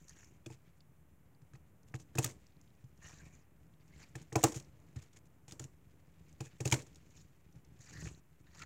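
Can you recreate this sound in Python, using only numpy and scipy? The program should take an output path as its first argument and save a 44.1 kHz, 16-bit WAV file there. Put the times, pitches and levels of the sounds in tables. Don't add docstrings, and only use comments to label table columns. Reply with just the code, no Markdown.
import sys
import numpy as np
from scipy import signal
from scipy.fft import rfft, irfft
from scipy.io import wavfile
from scipy.ndimage import uniform_filter1d

SR = 44100
rng = np.random.default_rng(int(sys.argv[2]) if len(sys.argv) > 2 else 0)


def ratio(d):
    e = np.asarray(d, float) / 20
    return 10 ** e


def wav_out(sig):
    wavfile.write(sys.argv[1], SR, np.round(np.clip(np.atleast_2d(sig).T, -1, 1) * 32767).astype(np.int16))


N = 381465

# pitch_hz, level_db, t60_s
THUD_MODES = [(102, -2.5, 0.045), (129.2, 5, 0.088), (148, -10, 0.03), (242.5, -13.5, 0.084)]
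# pitch_hz, level_db (per Hz)
CRACK_COLOUR = [(1470, -30), (2500, -9), (4700, -8.5), (6920, 3), (7730, -3), (10000, -14.5),
                (11700, -16.5), (12500, -21.5), (15000, -19), (15900, -22.5), (16500, -43)]


def rms_one(x):
    return x / np.sqrt(np.mean(x ** 2) + 1e-20)


def band_pass(x, low_hz, high_hz):
    return signal.sosfilt(signal.butter(2, [low_hz, high_hz], "band", fs=SR, output="sos"), x)


def high_pass(x, hz, order=2):
    return signal.sosfilt(signal.butter(order, hz, "high", fs=SR, output="sos"), x)


def in_time(rows):
    s, *columns = np.transpose(rows)
    t = np.arange(N) / SR
    return np.array([np.interp(t, s, c, left=-200, right=-200) for c in columns])


def colour(x, spectrum):
    size = 4096
    hz, db = np.transpose(spectrum)
    bins_hz = np.arange(size // 2 + 1) * SR / size
    gain = ratio(np.interp(np.log(bins_hz + 1), np.log(hz), db))
    cepstrum = irfft(np.log(gain + 1e-6))
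    cepstrum[1:size // 2] *= 2
    cepstrum[size // 2 + 1:] = 0
    response = irfft(np.exp(rfft(cepstrum)))
    return signal.fftconvolve(x, response / np.linalg.norm(response))[:len(x)]


def drift(rate_hz):
    r = np.exp(-2 * np.pi * rate_hz / SR)
    noise = rng.standard_normal(N + SR)
    return rms_one(signal.lfilter([1], [1, -2 * r, r * r], noise)[SR:])


def ring(clicks, hz, t60):
    r, w = ratio(-60 / (t60 * SR)), 2 * np.pi * hz / SR
    return signal.lfilter([0, np.sin(w)], [1, -2 * r * np.cos(w), r * r], clicks + 1e-18)


def resonate(x, peaks):
    out = 0
    for k, (hz, width_hz, db) in enumerate(peaks):
        r, w = np.exp(-np.pi * width_hz / SR), 2 * np.pi * hz / SR
        band = signal.lfilter([(1 - r * r) / 2, 0, (r * r - 1) / 2], [1, -2 * r * np.cos(w), r * r], x)
        flare_db = 3 * drift(28)
        out = out + (-1) ** k * ratio(db + flare_db) * band
    return rms_one(out)


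def grit(per_s, spread_db):
    sizes = ratio(spread_db * np.minimum(rng.exponential(1, N), 4)) * rng.choice([-1, 1], N)
    return rms_one(sizes * (rng.random(N) < per_s / SR))


def through_deck(burst):
    return 1.26 * band_pass(burst, 900, 4000)


def contacts():
    # start_s, crack_db, thud_db, wood_ring_db, deck_edge_db
    blow_events = [(0.4622, -43.5, -41, -52.5, -52), (0.5025, -64, -46.5, -48.5, -51),
                   (1.943, -49.5, -34.5, -43, -44), (2.1544, -41.5, -30.5, -39.5, -52),
                   (2.1846, -23, -29.5, -30, -27.5), (2.2446, -26.5, -38, -57, -34),
                   (2.262, -35, -40, -61, -42), (4.1553, -41, -40.5, -43, -43),
                   (4.326, -40.5, -47, -41, -46), (4.357, -25.5, -30.5, -23.5, -31),
                   (4.4388, -14.5, -22, -18, -37), (4.5216, -43, -48.5, -45, -50),
                   (4.546, -42, -64, -44, -44), (4.5611, -37.5, -40, -45, -46.5),
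                   (5.5957, -36.5, -40, -47, -54.5), (5.6404, -44, -41.5, -61.5, -54),
                   (6.406, -39, -35.5, -40, -52), (6.6055, -35, -33, -40, -44.5),
                   (6.6547, -28, -27.5, -36, -35), (6.714, -30, -44, -56, -48),
                   (6.7243, -20, -27, -29, -23.5), (6.7399, -28, -41.5, -52.5, -49),
                   (6.792, -44.5, -51.5, -56, -44), (8.0581, -47.5, -46, -48.5, -42)]
    # start_s, crack_db, wood_db
    click_events = [(0.5419, -56.5, -65), (1.556, -59, -59), (1.999, -50.5, -58), (2.301, -50, -57.5),
                    (4.001, -53.5, -59.5), (4.216, -56, -58.5), (4.5982, -43.5, -62),
                    (5.0255, -57.5, -62.5), (5.1315, -56, -73), (5.166, -59, -61.5), (5.4812, -50, -62),
                    (5.5103, -50, -67), (5.522, -39.5, -55.5), (6.4578, -52, -59), (6.6763, -34.5, -47),
                    (6.7007, -40.5, -64), (6.821, -45.5, -65), (6.866, -50, -60), (6.9577, -51.5, -66)]
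    # start_s, thud_db, deck_edge_db
    bump_events = [(1.418, -51.5, -66), (1.536, -47.5, -54), (2.8406, -51.5, -77), (4.9614, -36.5, -54.5),
                   (7.556, -49.5, -67), (7.7903, -47.5, -77), (7.973, -49, -51), (8.075, -55, -45),
                   (8.398, -58, -76)]
    body_db, body_grows, hard_db = -21, 1.34, -23
    blows = [(s, crack, thud, wood, body_db + body_grows * (wood - hard_db), edge)
             for s, crack, thud, wood, edge in blow_events]
    clicks = [(s, crack, wood + 4.5, wood - 0.5, wood - 3, wood) for s, crack, wood in click_events]
    bumps = [(s, thud - 12, thud, thud - 24, thud - 21, edge) for s, thud, edge in bump_events]
    return np.array(sorted(blows + clicks + bumps))


def strike(modes, levels_db, spread_db, contact_s, lead_s):
    at = ((contacts()[:, 0] - lead_s) * SR).astype(int)
    luck, out = rng.standard_normal((len(at), len(modes))), np.zeros(N)
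    for k, (hz, db, t60) in enumerate(modes):
        clicks = np.zeros(N)
        clicks[at] = ratio(levels_db + db + spread_db * luck[:, k])
        out += (-1) ** k * ring(clicks, hz, t60)
    soft = np.exp(-1 / (contact_s * SR))
    return signal.lfilter([(1 - soft) ** 2], [1, -2 * soft, soft * soft], out)


def chatter(levels_db, rise_s, t60):
    blows = np.zeros(N)
    blows[((contacts()[:, 0] - rise_s) * SR).astype(int)] = ratio(levels_db)
    t = np.arange(SR // 8) / SR
    shape = ratio(-60 * t / t60) * np.minimum(t / rise_s, 1) ** 2
    return np.abs(signal.fftconvolve(blows, shape)[:N]) * grit(per_s=14000, spread_db=5.5)


def knocks():
    # pitch_hz, level_db, t60_s
    edge_modes = [(1240, -3.5, 0.022), (1630, -3, 0.022), (1790, -5.5, 0.032), (2300, 5, 0.011),
                  (2600, -10, 0.074), (2550, -1.5, 0.02), (3240, -21.5, 0.031), (3959, -7.5, 0.012)]
    # pitch_hz, level_db, t60_s
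    body_modes = [(636, -18, 0.08), (730, -1, 0.04), (809, -0.5, 0.069), (849, -6.5, 0.086),
                  (910, -9, 0.09), (1070, -6, 0.057), (1230, -9.5, 0.036)]
    # pitch_hz, level_db, t60_s
    wood_modes = [(315.6, -5.5, 0.16), (340, -1, 0.11), (451, -3.5, 0.089), (506, -15.5, 0.068)]
    s, crack_db, thud_db, ring_db, body_db, edge_db = contacts().T

    crack = colour(chatter(crack_db - 3.5, rise_s=0.00047, t60=0.035), CRACK_COLOUR)
    top = high_pass(crack, 3700)
    top_gain = ratio(np.minimum(0.26 * (crack_db + 29), 0))
    latest = np.maximum(np.searchsorted(s - 0.002, np.arange(N) / SR) - 1, 0)
    crack += top * (top_gain[latest] - 1)

    edge = strike(edge_modes, edge_db - 7.5, spread_db=5, contact_s=0.00003, lead_s=0.00161)
    edge += through_deck(chatter(edge_db - 2, rise_s=0.0029, t60=0.0069))

    body = strike(body_modes, body_db - 7.5, spread_db=4, contact_s=0.00006, lead_s=0.002)
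    body += band_pass(chatter(body_db, rise_s=0.0015, t60=0.093), 420, 1400)

    table = strike(THUD_MODES, thud_db + 2, spread_db=3.5, contact_s=0.00031, lead_s=0.00061)
    table += strike(wood_modes, ring_db + 0.5, spread_db=1.5, contact_s=0.00026, lead_s=0.002)
    return crack + edge + body + table


def deck_notes():
    # start_s, peak_db, edge_hz, body_hz, snap_db
    knock_notes = [(0.462, -41.5, 3400, 613, -69), (1.9415, -35, 1790, 755, -82),
                   (2.153, -39, 1660, 592, -49), (2.1856, -21, 2650, 734, -21),
                   (2.2442, -29.5, 3500, 1226, -20), (4.154, -38, 1809, 762, -70),
                   (4.323, -40.5, 1850, 734, -65), (4.359, -25, 2510, 683, -27),
                   (4.4393, -21, 2830, 779.3, -14.5), (5.598, -43, 1890, 887, -57),
                   (6.407, -41.5, 2593, 817, -49), (6.604, -43, 2450, 556, -58),
                   (6.656, -28.5, 2600, 552, -59), (6.7261, -19.5, 2300, 910, -55)]
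    out, t = np.zeros(N), np.arange(SR // 10) / SR
    snaps = high_pass(rng.standard_normal((len(knock_notes), len(t))), 9000)
    for (s, db, edge_hz, body_hz, snap_db), snap in zip(knock_notes, snaps):
        i = int((s - 0.0015) * SR)
        edge = ratio(db + 1 - 60 * t / 0.013) * np.sin(2 * np.pi * edge_hz * t)
        body = ratio(db - 12 - 60 * t / 0.066) * np.sin(2 * np.pi * body_hz * t)
        snap = ratio(snap_db - 6 - 60 * t / 0.022) * snap
        out[i:i + len(t)] += (edge + body + snap) * np.minimum(t / 0.0017, 1)
    return out


def taps():
    # start_s, level_db,
    # pitch_hz, t60_s
    single_notes = [(.463, -45, 2530, 0.02), (.465, -42.5, 335, 0.069), (.503, -54, 865, 0.07),
                        (1.54, -50, 138, 0.087), (2.173, -39, 1790, 0.016), (2.184, -22.5, 8300, 0.012),
                        (2.186, -25.5, 7500, 0.019), (2.245, -28, 8100, .015), (2.301, -47, 2100, 0.02),
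                        (4.3547, -26, 438, 0.045), (4.3555, -24, 770, 0.019), (4.358, -33.5, 998, 0.091),
                        (4.375, -39, 572, 0.09), (4.373, -47, 950, .06), (4.41, -41, 1800, 0.018),
                        (4.439, -37, 1050, 0.056), (4.461, -59, 130.1, 0.18), (4.522, -49, 1760, 0.024),
                        (4.437, -26, 325.8, 0.16), (4.963, -41, 85.4, 0.15), (4.975, -59, 1900, 0.035),
                        (5.0, -64.5, 2400, 0.029), (5.481, -56, 800, .04), (5.488, -56, 2360, .03),
                        (5.511, -52.5, 2500, .015), (5.511, -50, 3620, .015), (5.523, -39.5, 137, 0.043),
                        (5.596, -52, 3130, .015), (5.599, -52, 1370, .03), (5.622, -40, 131, 0.051),
                        (5.624, -59, 1400, .04), (5.624, -62, 1980, .04), (6.405, -50.5, 1410, 0.029),
                        (6.43, -46, 124, 0.21), (6.604, -36.5, 413, 0.045), (6.656, -33.5, 411, 0.093),
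                        (6.66, -48, 556, .04), (6.727, -35, 957, 0.04), (6.732, -35, 410, 0.056),
                        (6.674, -48, 2250, .015), (6.713, -35, 2300, .012), (6.724, -16, 3140, 0.013),
                        (6.739, -37.5, 2400, 0.011), (7.973, -62, 3250, .02), (8.059, -38, 106, 0.11),
                        (8.053, -48, 1610, 0.028), (8.073, -47.5, 1790, .025), (8.074, -51, 1240, 0.028),
                        (1.552, -55, 1900, 0.017), (1.553, -58, 4500, 0.011), (7.808, -65, 3800, .015),
                    (7.873, -49, 4800, 0.016), (7.895, -51, 7200, .012), (7.896, -62, 4700, .012),
                    (7.96, -60, 5850, .02), (7.998, -59, 4500, .012), (8.075, -52, 4200, .012),
                    (8.075, -56, 7700, .01), (8.148, -56, 4060, 0.016), (3.9063, -64, 1800, .02),
                    (3.9866, -63, 1560, .02), (3.999, -54, 2200, .015), (8.549, -55, 2220, .015),
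                    (8.592, -53, 1900, .02), (8.6165, -41, 2190, .015), (0.23, -54, 1800, .015),
                    (.197, -64, 3500, .01), (4.386, -38, 715, 0.047), (4.392, -43, 990, .03),
                    (4.4, -42, 500, .04), (4.418, -52, 720, 0.06), (4.442, -33, 120, 0.025),
                    (4.358, -29, 240, 0.034), (4.4388, -15, 7900, .014), (4.44, -28.5, 1150, 0.027),
                    (2.244, -45, 850, 0.031), (1.941, -44.5, 2650, .02), (5.522, -41.5, 5000, 0.017),
                    (4.505, -43, 310, 0.16), (4.456, -34, 760, .03), (4.47, -40, 1050, .04),
                    (7.977, -44, 105, .08), (8.042, -52, 6900, .012), (8.076, -46, 6700, .012),
                    (8.058, -59, 265, .05), (8.061, -64, 362, .05)]
    events = single_notes
    out, t = np.zeros(N), np.arange(SR // 6) / SR
    shakes = 9 * uniform_filter1d(rng.standard_normal((len(events), len(t))), size=81)
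    for (s, db, hz, t60), shake in zip(events, shakes):
        i = int(s * SR)
        rough = np.clip(hz / 1000 - 1, 0, 0.7)
        level = np.sqrt(1 - rough ** 2) + rough * shake
        note = level * ratio(db - 60 * t / t60) * np.sin(2 * np.pi * hz * t)
        out[i:i + len(t)] += (note * np.minimum(t / 0.0011, 1))[:N - i]
    return out


def strokes():
    # start_s, level_db
    stroke_curves = [
        [(0.0, -68.5), (0.072, -75.5), (0.096, -64), (0.128, -68), (0.214, -60), (0.4, -90)],
        [(2.93, -99), (3.05, -58.5), (3.11, -58.5), (3.238, -68), (3.266, -62.5), (3.288, -70), (3.36, -69.5),
         (3.46, -88.5)],
        [(3.85, -89), (3.886, -81), (4.026, -60.5), (4.086, -82), (4.12, -82)],
        [(7.02, -81), (7.138, -71.5), (7.178, -60), (7.268, -81.5), (7.3, -89.5)],
        [(7.72, -95), (7.792, -93), (7.806, -62.5), (7.95, -57.5), (8.072, -49), (8.138, -66), (8.2, -75.5)],
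        [(8.44, -84), (8.584, -62), (8.6, -59.5), (8.636, -57), (8.65, -85)],
    ]
    # axle_buzz_db, deck_drone_db, table_rumble_db
    grips = [(-21, -2, 0), (-13.5, -0.5, -2.5), (-8, 1.5, -1), (-10, -6.5, 1.5), (-12, -3, 3.5),
             (-5, 3.5, 2.5)]
    firm_db, gains = -72, 0
    for stroke, (buzz_db, drone_db, rumble_db) in zip(stroke_curves, grips):
        over = in_time(stroke)[0] - firm_db
        layers = [over, buzz_db + 0.97 * over, drone_db + 0.77 * over, rumble_db + 0.61 * over]
        gains = gains + ratio(firm_db + np.array(layers))
    return gains


def whine():
    # start_s, end_s, level_db, pitch_hz
    whines = [(.095, 0.125, -67, 1850), (0.19, 0.208, -64, 1700), (0.226, .25, -74, 2220),
              (0.518, 0.528, -64, 2540), (3.023, 3.088, -58, 1840), (3.038, 3.076, -62, 2880),
              (3.103, 3.13, -64, 1870), (3.116, 3.137, -64, 1570), (3.155, 3.243, -66, 1680),
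              (3.215, 3.28, -65, 2250), (3.30, 3.353, -71, 2300), (3.253, 3.285, -72, 1850),
              (3.96, 4.04, -72, 2070), (6.408, 6.484, -65.5, 2550), (6.458, 6.477, -64, 1800),
              (7.932, 7.977, -56.5, 1833), (7.996, 8.02, -53.5, 1920), (7.161, 7.21, -68, 5200),
              (3.92, 3.96, -68, 2150), (7.82, 7.912, -74, 2400), (8.562, 8.645, -67, 1960),
              (8.603, 8.638, -52, 1350)]
    width_hz, line, fade_s = 150, 0.5, 0.015
    t, out = np.arange(N) / SR, 0
    wander = np.cumsum(40 * drift(16.5)) / SR
    even, odd = drift(width_hz), drift(width_hz)
    for start, end, db, hz in whines:
        phase = 2 * np.pi * (hz * t + wander)
        on = np.clip(np.minimum(t - start, end - t) / fade_s + 0.5, 0, 1)
        out = out + ratio(db) * on * ((line + even) * np.cos(phase) + odd * np.sin(phase)) / 2
    return out


def rolling():
    # pitch_hz, width_hz, level_db
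    rasp_peaks = [(5610, 490, 1), (6700, 840, 8), (7500, 1160, 0), (10900, 10000, -24)]
    buzz_peaks = [(3860, 920, 0), (4870, 990, 0)]
    drone_peaks = [(1870, 340, -5.5), (2300, 440, -8), (2830, 890, -12.5), (740, 1100, -12)]
    rasp, buzz, drone, _ = strokes()
    lumps = drift(49)
    catches = grit(per_s=150, spread_db=-1)
    wheels = resonate(grit(per_s=2800, spread_db=3) + 0.43 * catches, rasp_peaks)
    axles = resonate(grit(per_s=2200, spread_db=2.5) + 0.6 * catches, buzz_peaks)
    deck = resonate(grit(per_s=3400, spread_db=2) + 0.5 * catches, drone_peaks)
    rasp = rasp * ratio(-4 + 1.1 * lumps) * wheels
    buzz = buzz * ratio(-1 + 3 * lumps) * axles
    drone = drone * ratio(-3 + 2 * lumps + 0.95 * drift(21)) * deck
    return rasp + buzz + drone + ratio(2 * lumps) * whine()


def skids():
    # start_s, end_s, rasp_db, deck_db
    skid_events = [(0.505, 0.561, -68, -64), (1.54, 1.576, -80, -66), (1.87, 1.911, -73, -71),
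                   (1.938, 1.984, -61.5, -59), (1.984, 2.04, -65, -80), (6.286, 6.31, -70, -82),
                   (2.168, 2.187, -41.5, -58), (2.22, 2.261, -46.5, -52), (2.237, 2.338, -56, -58),
                   (4.146, 4.255, -74, -64), (4.212, 4.234, -57.5, -78), (4.37, 4.445, -56.5, -55),
                   (4.514, 4.547, -51.5, -63), (6.447, 6.472, -66, -69), (4.428, 4.44, -31, -58),
                   (4.541, 4.601, -51, -54.5), (4.953, 5.104, -73.5, -66), (5.125, 5.204, -83, -73),
                   (4.446, 4.515, -54, -66), (5.018, 5.048, -65, -72), (5.16, 5.194, -63.5, -70),
                   (5.252, 5.281, -69, -82), (5.477, 5.534, -63, -61.5), (5.612, 5.662, -63, -67),
                   (6.403, 6.5, -64.5, -65), (6.601, 6.663, -70, -66), (6.752, 6.807, -61.5, -55),
                   (6.646, 6.701, -50, -50), (6.72, 6.752, -52, -28), (6.794, 6.832, -71, -54)]
    t, rasp, deck = np.arange(N) / SR, 0, 0
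    for start, end, rasp_db, deck_db in skid_events:
        on = np.clip((t - start) / 0.0077, 0, 1) * np.clip((end - t) / 0.03, 0, 1)
        on = on * ratio(-45 * np.abs(t - start))
        rasp = rasp + ratio(rasp_db) * on
        deck = deck + ratio(deck_db) * on
    clumps = ratio(3.74 * drift(120))
    deck = deck * grit(per_s=3400, spread_db=1)
    wheels = colour(rasp * grit(per_s=1800, spread_db=0), CRACK_COLOUR)
    return clumps * (wheels + through_deck(deck) + 0.03 * ring(deck, 2300, 0.015))


def ticks(events):
    out, t = np.zeros(N), np.arange(SR // 40) / SR
    scratches = rng.standard_normal((len(events), len(t))) * ratio(-60 * t / 0.016) * np.minimum(t / 0.0004, 1)
    for (s, db, hz), scratch in zip(events, scratches):
        i = int(s * SR)
        scratch = band_pass(scratch, 0.72 * hz, 1.3 * hz)
        tick = 0.1 * ring(scratch, hz, 0.002) + 0.4 * scratch
        out[i:i + len(t)] += ratio(db - 7) * tick / np.abs(tick).max()
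    return out


def more_ticks():
    # start_s, peak_db, pitch_hz
    more_tick_events = [(.122, -57, 6500), (.5025, -48, 7300), (.5105, -46, 7250), (.5275, -48, 7200),
                        (3.057, -58, 7700), (3.076, -52, 6700), (3.184, -53, 6600), (3.27, -59, 7200),
                        (7.847, -55, 6700), (7.932, -54, 6900), (8.592, -42, 6940)]
    return ticks(more_tick_events)


def loose_parts():
    # start_s, peak_db, pitch_hz
    loose_ticks = [(.082, -41, 6700), (.094, -37, 6700), (.107, -48, 6100), (.132, -52, 5900),
                   (2.522, -60, 4800), (2.703, -62, 4300), (2.75, -62, 6000),
                   (0.159, -56, 6530), (0.2059, -50, 6570), (0.244, -45, 6600), (0.272, -53, 6430),
                   (0.8055, -48, 4840), (1.348, -58, 4700), (1.831, -54.5, 6600), (1.921, -61, 6500),
                   (2.4668, -49.5, 6100), (2.5666, -59, 4650), (2.613, -49.5, 7100), (2.676, -57, 4220),
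                   (2.9756, -54.5, 6640), (3.7369, -60, 3810), (3.8083, -57.5, 4740), (3.879, -52, 7300),
                   (3.9614, -55, 4880), (4.625, -46.5, 6900), (4.646, -51, 5980), (4.8, -56, 7110),
                   (5.2538, -64, 6800), (6.2834, -55.5, 7060), (6.327, -50, 7500), (6.946, -50, 6590),
                   (7.5256, -55.5, 6200), (7.648, -54, 6060), (7.805, -57, 6770), (8.147, -54, 7140),
                   (8.5175, -58, 6000), (8.548, -44.5, 6500)]
    return ticks(loose_ticks)


def shifting():
    # start_s, level_db
    hand_curve = [(0.0, -79), (0.55, -73.5), (1.08, -83), (1.93, -78), (2.31, -69), (2.99, -76.5),
                  (3.2, -68), (3.42, -79.5), (3.83, -75.5), (4.07, -67.5), (4.74, -71), (5.42, -80.5),
                  (5.61, -80), (6.7, -64), (7.39, -75), (7.98, -70.5), (8.2, -75.5), (8.65, -76)]
    # pitch_hz, width_hz, level_db
    rustle_peaks = [(2100, 1000, 2.5), (7140, 1500, -3)]
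    hand_db, = in_time(hand_curve)
    rustle = ratio(hand_db - 8 + 1.3 * drift(39)) * resonate(grit(per_s=4300, spread_db=3.5), rustle_peaks)

    bumps = grit(per_s=120, spread_db=3)
    slow_modes = [(69.5, 4, 0.25), (157.4, -4, 0.53), (280.8, -12.5, 0.41), (324, -15, 0.13)]
    rumble = sum(ratio(db) * ring(bumps, hz, 0.3 * t60) for hz, db, t60 in THUD_MODES + slow_modes)

    shudder_db, shudder_t60_s = -30, 0.3
    s, _, thud_db, *_ = contacts().T
    thuds = np.zeros(N)
    thuds[(s * SR).astype(int)] = ratio(thud_db + shudder_db)
    shudder = signal.lfilter([1], [1, -ratio(-60 / (shudder_t60_s * SR))], thuds + 1e-18)
    hand = ratio(-66 + 0.4 * (hand_db - hand_db.mean()))
    return rustle + ratio(2.5) * (hand + strokes()[3] + shudder) * rms_one(rumble)


def room(t60, hold_s):
    # pitch_hz, level_db (per Hz)
    tail_colour = [(120, -39), (200, -7.5), (360, -3.5), (722, -15), (1040, -17.5), (1480, -25),
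                   (1740, -21.5), (3760, -32.5), (7540, -19), (8900, -29), (16000, -45)]
    s, crack_db, *_ = contacts().T
    blows = np.zeros(N)
    blows[(s * SR).astype(int)] = ratio(crack_db)
    t = np.arange(SR // 3) / SR
    shape = ratio(-60 * t / t60) * np.minimum(t / 0.0007, 1) / (1 + (t / hold_s) ** 8)
    tail = colour(rng.standard_normal(len(t)), tail_colour) * shape
    return signal.fftconvolve(blows, tail / np.linalg.norm(tail))[:N]


def hum():
    # pitch_hz, level_db (per Hz)
    hum_colour = [(15, -28.5), (25, 3), (43, -11), (70, -4.5), (149, -6.5), (212, -14), (354, -18.5),
                  (591, -23), (2280, -32), (4610, -47.5), (6920, -39.5), (9070, -41), (14800, -38.5),
                  (16000, -44)]
    noise = ratio(-66.5) * rms_one(colour(rng.standard_normal(N), hum_colour))
    low = signal.sosfilt(signal.butter(1, 900, fs=SR, output="sos"), noise)
    return noise - low + low * ratio(2 * drift(2))


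def scene():
    bright = knocks() + deck_notes() + taps() + more_ticks()
    soft = rolling() + skids() + loose_parts() + shifting()
    soft = soft + ratio(10.5) * room(t60=0.24, hold_s=0.15) + hum()
    soft = signal.sosfilt(signal.cheby2(20, 50, 16100, fs=SR, output="sos"), soft)
    mono = bright + soft
    return np.array([mono, mono])


def top_cut(x):
    return signal.sosfilt(signal.butter(12, 16850, fs=SR, output="sos"), x)


def record(dry):
    x = high_pass(0.44 * np.tanh(dry / 0.46), 62, order=4)
    delay = np.gradient(uniform_filter1d(x[0], size=9) * drift(400))
    jitter = x[0] * rng.standard_normal(N)
    mismatch = ratio(-24.5) * delay + ratio(-43.5) * jitter + ratio(-30.5) * band_pass(jitter, 4500, 7500)
    x = x + mismatch * [[1], [-1]]
    x = signal.sosfilt(signal.cheby2(14, 60, 16850, fs=SR, output="sos"), x)
    return top_cut(x - 0.0005)


dry = scene()
out = record(dry)
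wav_out(out)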